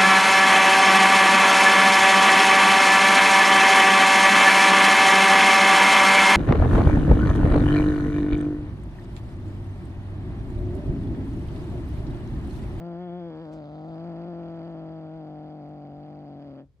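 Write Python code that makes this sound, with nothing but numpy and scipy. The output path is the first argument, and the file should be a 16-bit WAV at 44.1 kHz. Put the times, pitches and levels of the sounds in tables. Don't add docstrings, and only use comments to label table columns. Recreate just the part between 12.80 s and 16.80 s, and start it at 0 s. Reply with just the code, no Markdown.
import sys
import numpy as np
from scipy import signal
from scipy.fft import rfft, irfft
from scipy.io import wavfile
from scipy.ndimage import uniform_filter1d

SR = 44100
rng = np.random.default_rng(int(sys.argv[2]) if len(sys.argv) > 2 else 0)


def digitize_waveform(pressure):
    field = np.atleast_2d(pressure).T
    bounded = np.clip(field, -1, 1)
    quanta = np.round(bounded * 32767).astype(np.int16)
    wavfile.write(sys.argv[1], SR, quanta)


N = 176400
TIME = np.arange(N) / SR


# time_s, pitch_hz
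FOLD_PITCH = [(0,166.8),(.06,173.4),(.15,169.3),(.215,179.6),(.265,177.5),(.295,170.8),(.33,174.9),(.385,179.5),(.42,170.5),(.48,169.2),(.52,156.6),(.585,157.2),(.62,168.3),(.645,160.2),(.67,152.7),(.75,157.3),(.8,153.9),(.84,145.6),(.94,153.3),(1.03,157.4),(1.09,163),(1.16,161.2),(1.23,167.2),(1.27,173),(1.33,163.9),(1.43,170.7),(1.455,165.4),(1.48,178.2),(1.53,169.2),(1.6,171.4),(1.64,166.3),(1.7,166.8),(1.77,166.3),(1.81,162.7),(1.87,169.7),(1.95,161.5),(2.08,160.6),(2.14,161.6),(2.28,155.5),(2.36,162),(2.42,155),(2.62,150.7),(2.68,152.7),(2.77,151.3),(2.84,146.5),(2.9,151.2),(3.13,143.6),(3.25,150),(3.42,147.5),(3.47,143),(3.66,144.1),(3.73,134.6),(3.84,139)]
# time_s, flutter_depth_ratio, irregularity_ratio, flutter_hz
ROUGHNESS = [(0,.2,.15,55),(.12,.22,.15,55),(.2,.05,.05,55),(.48,.05,.05,70),(.53,.42,.2,80),(.575,.32,.14,80),(.6,.12,.07,81),(.645,.12,.08,81),(.675,.7,.6,60),(.74,.55,.4,55),(.9,.48,.32,48),(1.2,.38,.26,50),(1.47,.34,.24,50),(1.7,.38,.26,45),(2.2,.5,.25,47),(2.35,.25,.16,47),(2.45,.58,.28,47.5),(3.38,.68,.28,48.5),(3.5,.8,.5,46),(3.68,.55,.36,43),(3.8,.62,.42,41)]

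def vocal_folds(flutter_cycles=.058, flutter_gain=.095, jitter_cycles=.04, shimmer=.09):
    depth, irregularity, flutter_hz = (curve(ROUGHNESS, column) for column in (1, 2, 3))
    pitch_hz = curve(FOLD_PITCH) * (1 + .015 * irregularity * drift(19))
    flutter_phase = 2 * np.pi * np.cumsum(flutter_hz * (1 + .045 * drift(20))) / SR
    cycles = np.cumsum(pitch_hz) / SR + flutter_cycles * depth * np.sin(flutter_phase)
    cycles += jitter_cycles * irregularity * tremble(65)
    throb = depth * np.cos(flutter_phase)
    strength = 1 + flutter_gain * throb + shimmer * irregularity * tremble(55)
    return cycles, strength, throb


def fold_pulses(cycles, strength, lead_cycles=.2):
    return strength * sum(np.cos(2 * np.pi * (k * cycles + lead_cycles / k)) for k in range(1, 33))


# frequency_hz, gain_db
THROAT_RESPONSE = [(40,-57),(95,-37),(125,-6),(150,-8.5),(175,-3),(235,-3),(295,-4.5),(350,-7.5),(400,-5.5),(445,0),(520,2),(590,4),(670,-1),(750,0.5),(795,-1.5),(838,-9),(890,-14.5),(1000,-24.5),(1200,-30),(1380,-33),(1600,-39),(1800,-34),(2200,-49),(2800,-46),(3300,-38.5),(4000,-62.5),(6000,-76.5)]
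# time_s, first_hz, second_hz
FORMANTS = [(0,635,1355),(.2,657,1430),(.35,653,1440),(.44,605,1580),(.52,481.4,1590),(.62,509.8,1660),(.72,586,1528),(.85,638,1300),(1,731,1290),(1.2,671.5,1345),(1.5,644,1378),(2.1,653.4,1325),(2.35,667.7,1420),(2.5,726.6,1406),(3.35,734.4,1333),(3.55,715,1325),(3.72,574.6,1300),(3.84,560,1396)]

def vocal_tract(pulses, formant_gain=1.7):
    voice = colour(pulses, THROAT_RESPONSE)
    voice = voice + formant_gain * resonate(voice, curve(FORMANTS, 1), width_hz=100)
    return voice + formant_gain * resonate(voice, curve(FORMANTS, 2), width_hz=160)


# time_s, fundamental_db, octave_db, mouth_db
EFFORT = [(0.0, -37, -47, -45.5), (0.06, -39, -40.5, -44), (0.39, -39.5, -41, -43.5),
          (0.47, -41, -38.5, -42), (0.52, -43.5, -43, -46), (0.76, -44.5, -42.5, -45),
          (0.85, -44, -46, -46.5), (1.28, -39, -41.5, -44), (1.6, -40.5, -40, -43.5),
          (2.32, -42.5, -44.5, -46), (2.44, -43.5, -43.5, -46), (3.32, -45.5, -46.5, -48.5),
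          (3.68, -47.5, -44, -49.5), (3.81, -53, -46, -50), (3.84, -51, -52.5, -61.5), (3.9, -78, -88, -96)]
# time_s, lower_db, upper_db
BUZZ = [(0.0, -57, -71), (0.12, -56.5, -68), (0.219, -58, -64), (0.4, -58.5, -67), (0.489, -58, -69),
        (0.62, -56, -65), (0.69, -56, -79), (0.84, -61.5, -73), (1.02, -58.5, -80), (1.29, -57.5, -69),
        (1.888, -58, -67), (2.45, -62, -76), (2.98, -65, -87), (3.06, -67, -90), (3.64, -67.5, -77),
        (3.73, -68, -84), (3.799, -63.5, -66), (3.86, -87, -97), (3.899, -99, -108)]
BAND_EDGES = [215, 378, 920, 1600]
BAND_TRIMS = [0, 0, 0, 0, -1]

def growl(voice, wobble_db=.4):
    levels = [curve(EFFORT, 1), curve(EFFORT, 2), curve(EFFORT, 3), curve(BUZZ, 1), curve(BUZZ, 2)]
    bands = steady_bands(voice, BAND_EDGES)
    body = sum(band * amp(level + trim) for band, level, trim in zip(bands, levels, BAND_TRIMS))
    return body * amp(wobble_db * drift(57))


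# time_s, level_db
TWANG_LEVEL = [(0,-80),(.14,-81.5),(.22,-66),(.42,-66),(.62,-70),(.72,-77.5),(1.3,-82.5),(2.3,-77),(3.8,-90),(3.84,-110)]
# frequency_hz, gain_db
NOSE_RESPONSE = [(1000,-54),(1850,-23),(2150,0.5),(2550,-14),(3000,-12),(3250,3.5),(3500,6),(3900,-22.5),(4800,-17),(5600,-28)]

def nasal_twang(pulses):
    return amp(curve(TWANG_LEVEL)) * colour(pulses, NOSE_RESPONSE)


def air_puffs(cycles, throb, leak=.17, lag_cycles=.05, decay_cycles=.3):
    puffs = leak + np.exp(-((cycles - lag_cycles) % 1) / decay_cycles)
    uneven_db = 1.5 * tremble(71) + .6 * drift(12)
    return puffs * (1 + .044 * throb) * amp(uneven_db)


# time_s, level_db
RASP_LEVEL = [(0,-61),(.3,-64.5),(.5,-62),(.7,-63),(.9,-64),(1.25,-60.5),(1.6,-61.5),(2,-62.5),(2.3,-64),(3,-65.5),(3.6,-64.5),(3.81,-66.5),(3.85,-92)]
# frequency_hz, gain_db
RASP_SPECTRUM = [(200,-24),(900,15),(1400,9.5),(2000,6),(2700,1),(3300,4),(3800,1),(4200,-1),(4800,3.5),(5100,-7),(5500,-30.5),(6200,-11.5),(6900,-17.5),(7700,-23.5),(9000,-27.5),(10500,-20.5),(13000,-36.5)]
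# frequency_hz, coherence_ratio
RASP_COHERENCE = [(500,0.1),(2400,0.61),(3600,1),(4800,1),(5500,0.16),(8000,1),(11000,1)]

def throat_rasp(airflow):
    return amp(curve(RASP_LEVEL)) * stereo_noise(RASP_SPECTRUM, RASP_COHERENCE, airflow)


# time_s, level_db
HISS_LEVEL = [(.62,-100),(.77,-80),(.85,-76.5),(1.02,-77.5),(1.14,-79),(1.22,-100)]
# frequency_hz, gain_db
HISS_SPECTRUM = [(2000,-34),(3100,-9.5),(3500,1),(4200,1),(4700,-2.5),(5400,-14.5),(6300,-11.5),(7500,-26.5),(12000,-39.5)]

def high_hiss(airflow):
    return amp(curve(HISS_LEVEL)) * colour(airflow * rng.standard_normal(N), HISS_SPECTRUM)


# frequency_hz, left_lead_rad
PORT_PHASE = [(0,0),(170,.2),(350,-.03),(700,.3),(1300,.8),(1800,.7),(2500,1.05),(3000,2.3),(3500,2.95),(4050,3.2),(4500,3.7),(5000,3.9),(5850,3),(6350,0),(7000,.7),(7800,2.7),(9000,1.8),(10400,0)]
# frequency_hz, left_minus_right_db
PORT_BALANCE = [(60,-6.5),(150,2),(210,5),(310,4),(470,0.5),(700,0.6),(1060,0.5),(1600,-1.5),(2400,-6),(3100,-1.5),(3800,1.5),(4800,-6),(5500,-9),(6200,0),(7800,0.5),(10500,0)]
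# time_s, blend_ratio
DELAY_BLEND = [(.5,0.016),(.72,0.63),(1.12,0.7),(1.2,0.1)]

def direction(pair, delay_s=.0002):
    frames = dict(fs=SR, nperseg=1024, noverlap=768)
    hz, t, spectra = signal.stft(pair, **frames)
    blend = np.interp(t, *np.transpose(DELAY_BLEND))
    lead_rad = np.outer(at_hz(PORT_PHASE, hz), 1 - blend) + np.outer(2 * np.pi * hz * delay_s, blend)
    left_gain = amp(at_hz(PORT_BALANCE, hz) / 2)[:, None] * np.exp(.5j * lead_rad)
    return signal.istft(spectra * np.array([left_gain, 1 / left_gain]), **frames)[1][:, :N]


# time_s, level_db
RUB_LEVEL = [(0,-101),(.35,-100.5),(.62,-74.5),(.71,-78),(.785,-73),(.82,-88),(1.1,-77.5),(1.25,-85),(3.8,-97.5)]
# frequency_hz, gain_db
RUB_SPECTRUM = [(300,2),(2000,2.5),(3700,-1),(4800,7.5),(6000,-4.5),(7500,-6.5),(9000,-18.5),(12000,-14),(15000,-16)]

def fabric_rub(grain_db=3):
    grain = amp(grain_db * drift(270))
    return amp(curve(RUB_LEVEL)) * stereo_noise(RUB_SPECTRUM, [(100, .93), (10000, .63)], grain)


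# frequency_hz, gain_db
SCUFF_SPECTRUM = [(300,-1),(2000,2),(3700,0),(5000,3.5),(6200,-0.5),(7500,-3),(9000,-11.5),(12000,-15),(15000,-23)]

def toy_scuff(peak_s=.733, rise_s=.011, fall_s=.021, level_db=-63, grain_db=3):
    t = TIME - peak_s
    stroke = np.exp(np.minimum(t / rise_s, -t / fall_s))
    grain = amp(grain_db * drift(900))
    return amp(level_db) * stroke * stereo_noise(SCUFF_SPECTRUM, [(100, .9), (10000, .62)], grain)


# start_s, level_db
TICKS = [(1.078,-79),(1.368,-85),(1.7634,-79),(1.91,-79),(2.8868,-77.5)]
# frequency_hz, gain_db
TICK_SPECTRUM = [(1000,-25.5),(4000,-9),(6500,12),(9000,0),(13000,-9.5)]

def fabric_ticks(decay_s=.006):
    snaps = sum(amp(db) * (TIME >= start) * np.exp(-abs(TIME - start) / decay_s) for start, db in TICKS)
    return snaps * stereo_noise(TICK_SPECTRUM, [(100, 1), (10000, .5)])


# frequency_hz, gain_db
THUD_SPECTRUM = [(15,-24),(35,-6),(52,-1),(80,-3),(200,-32),(800,-93)]

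def soft_thud(peak_s=.77, width_s=.04, level_db=-54):
    swell = np.exp(-((TIME - peak_s) / width_s) ** 2)
    return amp(level_db) * swell * stereo_noise(THUD_SPECTRUM, ROOM_COHERENCE)


def reverberation(x, t60_s=.2, gap_s=.004, gain_db=-21):
    t = TIME[:16000]
    tail = rng.standard_normal((2, len(t))) * amp(-60 * t / t60_s) * (t > gap_s)
    tail /= np.linalg.norm(tail[0])
    return amp(gain_db) * signal.fftconvolve(x, tail, axes=1)[:, :N]


# frequency_hz, gain_db
ROOM_SPECTRUM = [(15,-32.5),(30,-21.5),(47,-2.5),(58,5),(72,2),(100,1),(140,-0.5),(175,-12),(220,-23.5),(400,-18),(800,-33),(1300,-38.5),(3000,-41.5),(6000,-45.5),(10000,-53),(14000,-53.5)]
# frequency_hz, coherence_ratio
ROOM_COHERENCE = [(30,1),(100,0.76),(400,0.85),(1500,0.34),(8000,0.11)]

def room_hum(hum_hz=70.5, hum_db=-69, waver_rad=.31, noise_db=-59.5):
    hum = unit_rms(np.sin(2 * np.pi * hum_hz * TIME + waver_rad * drift(15)))
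    return amp(hum_db) * hum + amp(noise_db) * stereo_noise(ROOM_SPECTRUM, ROOM_COHERENCE)


def amp(db):
    return 10 ** (np.asarray(db) / 20)


def unit_rms(x):
    return x / np.sqrt(np.mean(x ** 2) + 1e-20)


def curve(table, column=1):
    rows = np.array(table)
    return np.interp(TIME, rows[:, 0], rows[:, column])


def at_hz(table, hz):
    table_hz, values = np.transpose(table)
    return np.interp(np.log(hz + 1), np.log(table_hz + 1), values)


def drift(hz):
    ratio = np.fft.rfftfreq(N, 1 / SR) / hz
    return unit_rms(irfft(rfft(rng.standard_normal(N)) * np.exp(-ratio ** 2), N))


def tremble(hz):
    ratio = np.fft.rfftfreq(N, 1 / SR) / hz
    return unit_rms(irfft(rfft(rng.standard_normal(N)) * ratio * np.exp(-ratio ** 2), N))


def colour(x, spectrum):
    log_gain = np.log(amp(at_hz(spectrum, abs(np.fft.fftfreq(4096, 1 / SR)))))
    impulse_response = np.fft.ifft(np.exp(np.conj(signal.hilbert(log_gain)))).real
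    return unit_rms(signal.fftconvolve(x, impulse_response)[:N])


def stereo_noise(spectrum, coherence, envelope=1):
    left, independent = rfft(rng.standard_normal((2, N)))
    shared = np.clip(at_hz(coherence, np.fft.rfftfreq(N, 1 / SR)), -1, 1)
    right = shared * left + np.sqrt(1 - shared ** 2) * independent
    return np.array([colour(envelope * irfft(side, N), spectrum) for side in (left, right)])


def resonate(x, hz, width_hz):
    carrier = np.exp(2j * np.pi * np.cumsum(hz) / SR)
    pole = np.exp(-np.pi * width_hz / SR)
    return 2 * (carrier * signal.lfilter([1 - pole], [1, -pole], x / carrier)).real


def steady_bands(x, edges_hz, window=4500):
    hz = np.fft.rfftfreq(2 * N, 1 / SR)
    low_passes = [1 / (1 + (hz / edge) ** 24) for edge in edges_hz]
    band_passes = np.diff(low_passes, axis=0, prepend=0, append=1)
    bands = irfft(rfft(x, 2 * N) * band_passes)[:, :N]
    power = uniform_filter1d(uniform_filter1d(bands ** 2, window), window)
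    return bands / np.sqrt(power + 1e-12)


def scene():
    cycles, strength, throb = vocal_folds()
    pulses = fold_pulses(cycles, strength)
    airflow = air_puffs(cycles, throb)
    rasp, hiss = throat_rasp(airflow), high_hiss(airflow)
    voice = growl(vocal_tract(pulses)) + nasal_twang(pulses)
    kitten = direction(voice + rasp) + hiss
    reflections = reverberation(kitten)
    fabric = fabric_rub() + fabric_ticks() + soft_thud() + toy_scuff()
    return kitten + reflections + fabric + room_hum()


def record(dry, cutoff_hz=13100):
    low_pass = signal.firwin(511, cutoff_hz, window=("kaiser", 9), fs=SR)
    return signal.oaconvolve(dry, low_pass[None], "same")


dry = scene()
out = record(dry)
digitize_waveform(out)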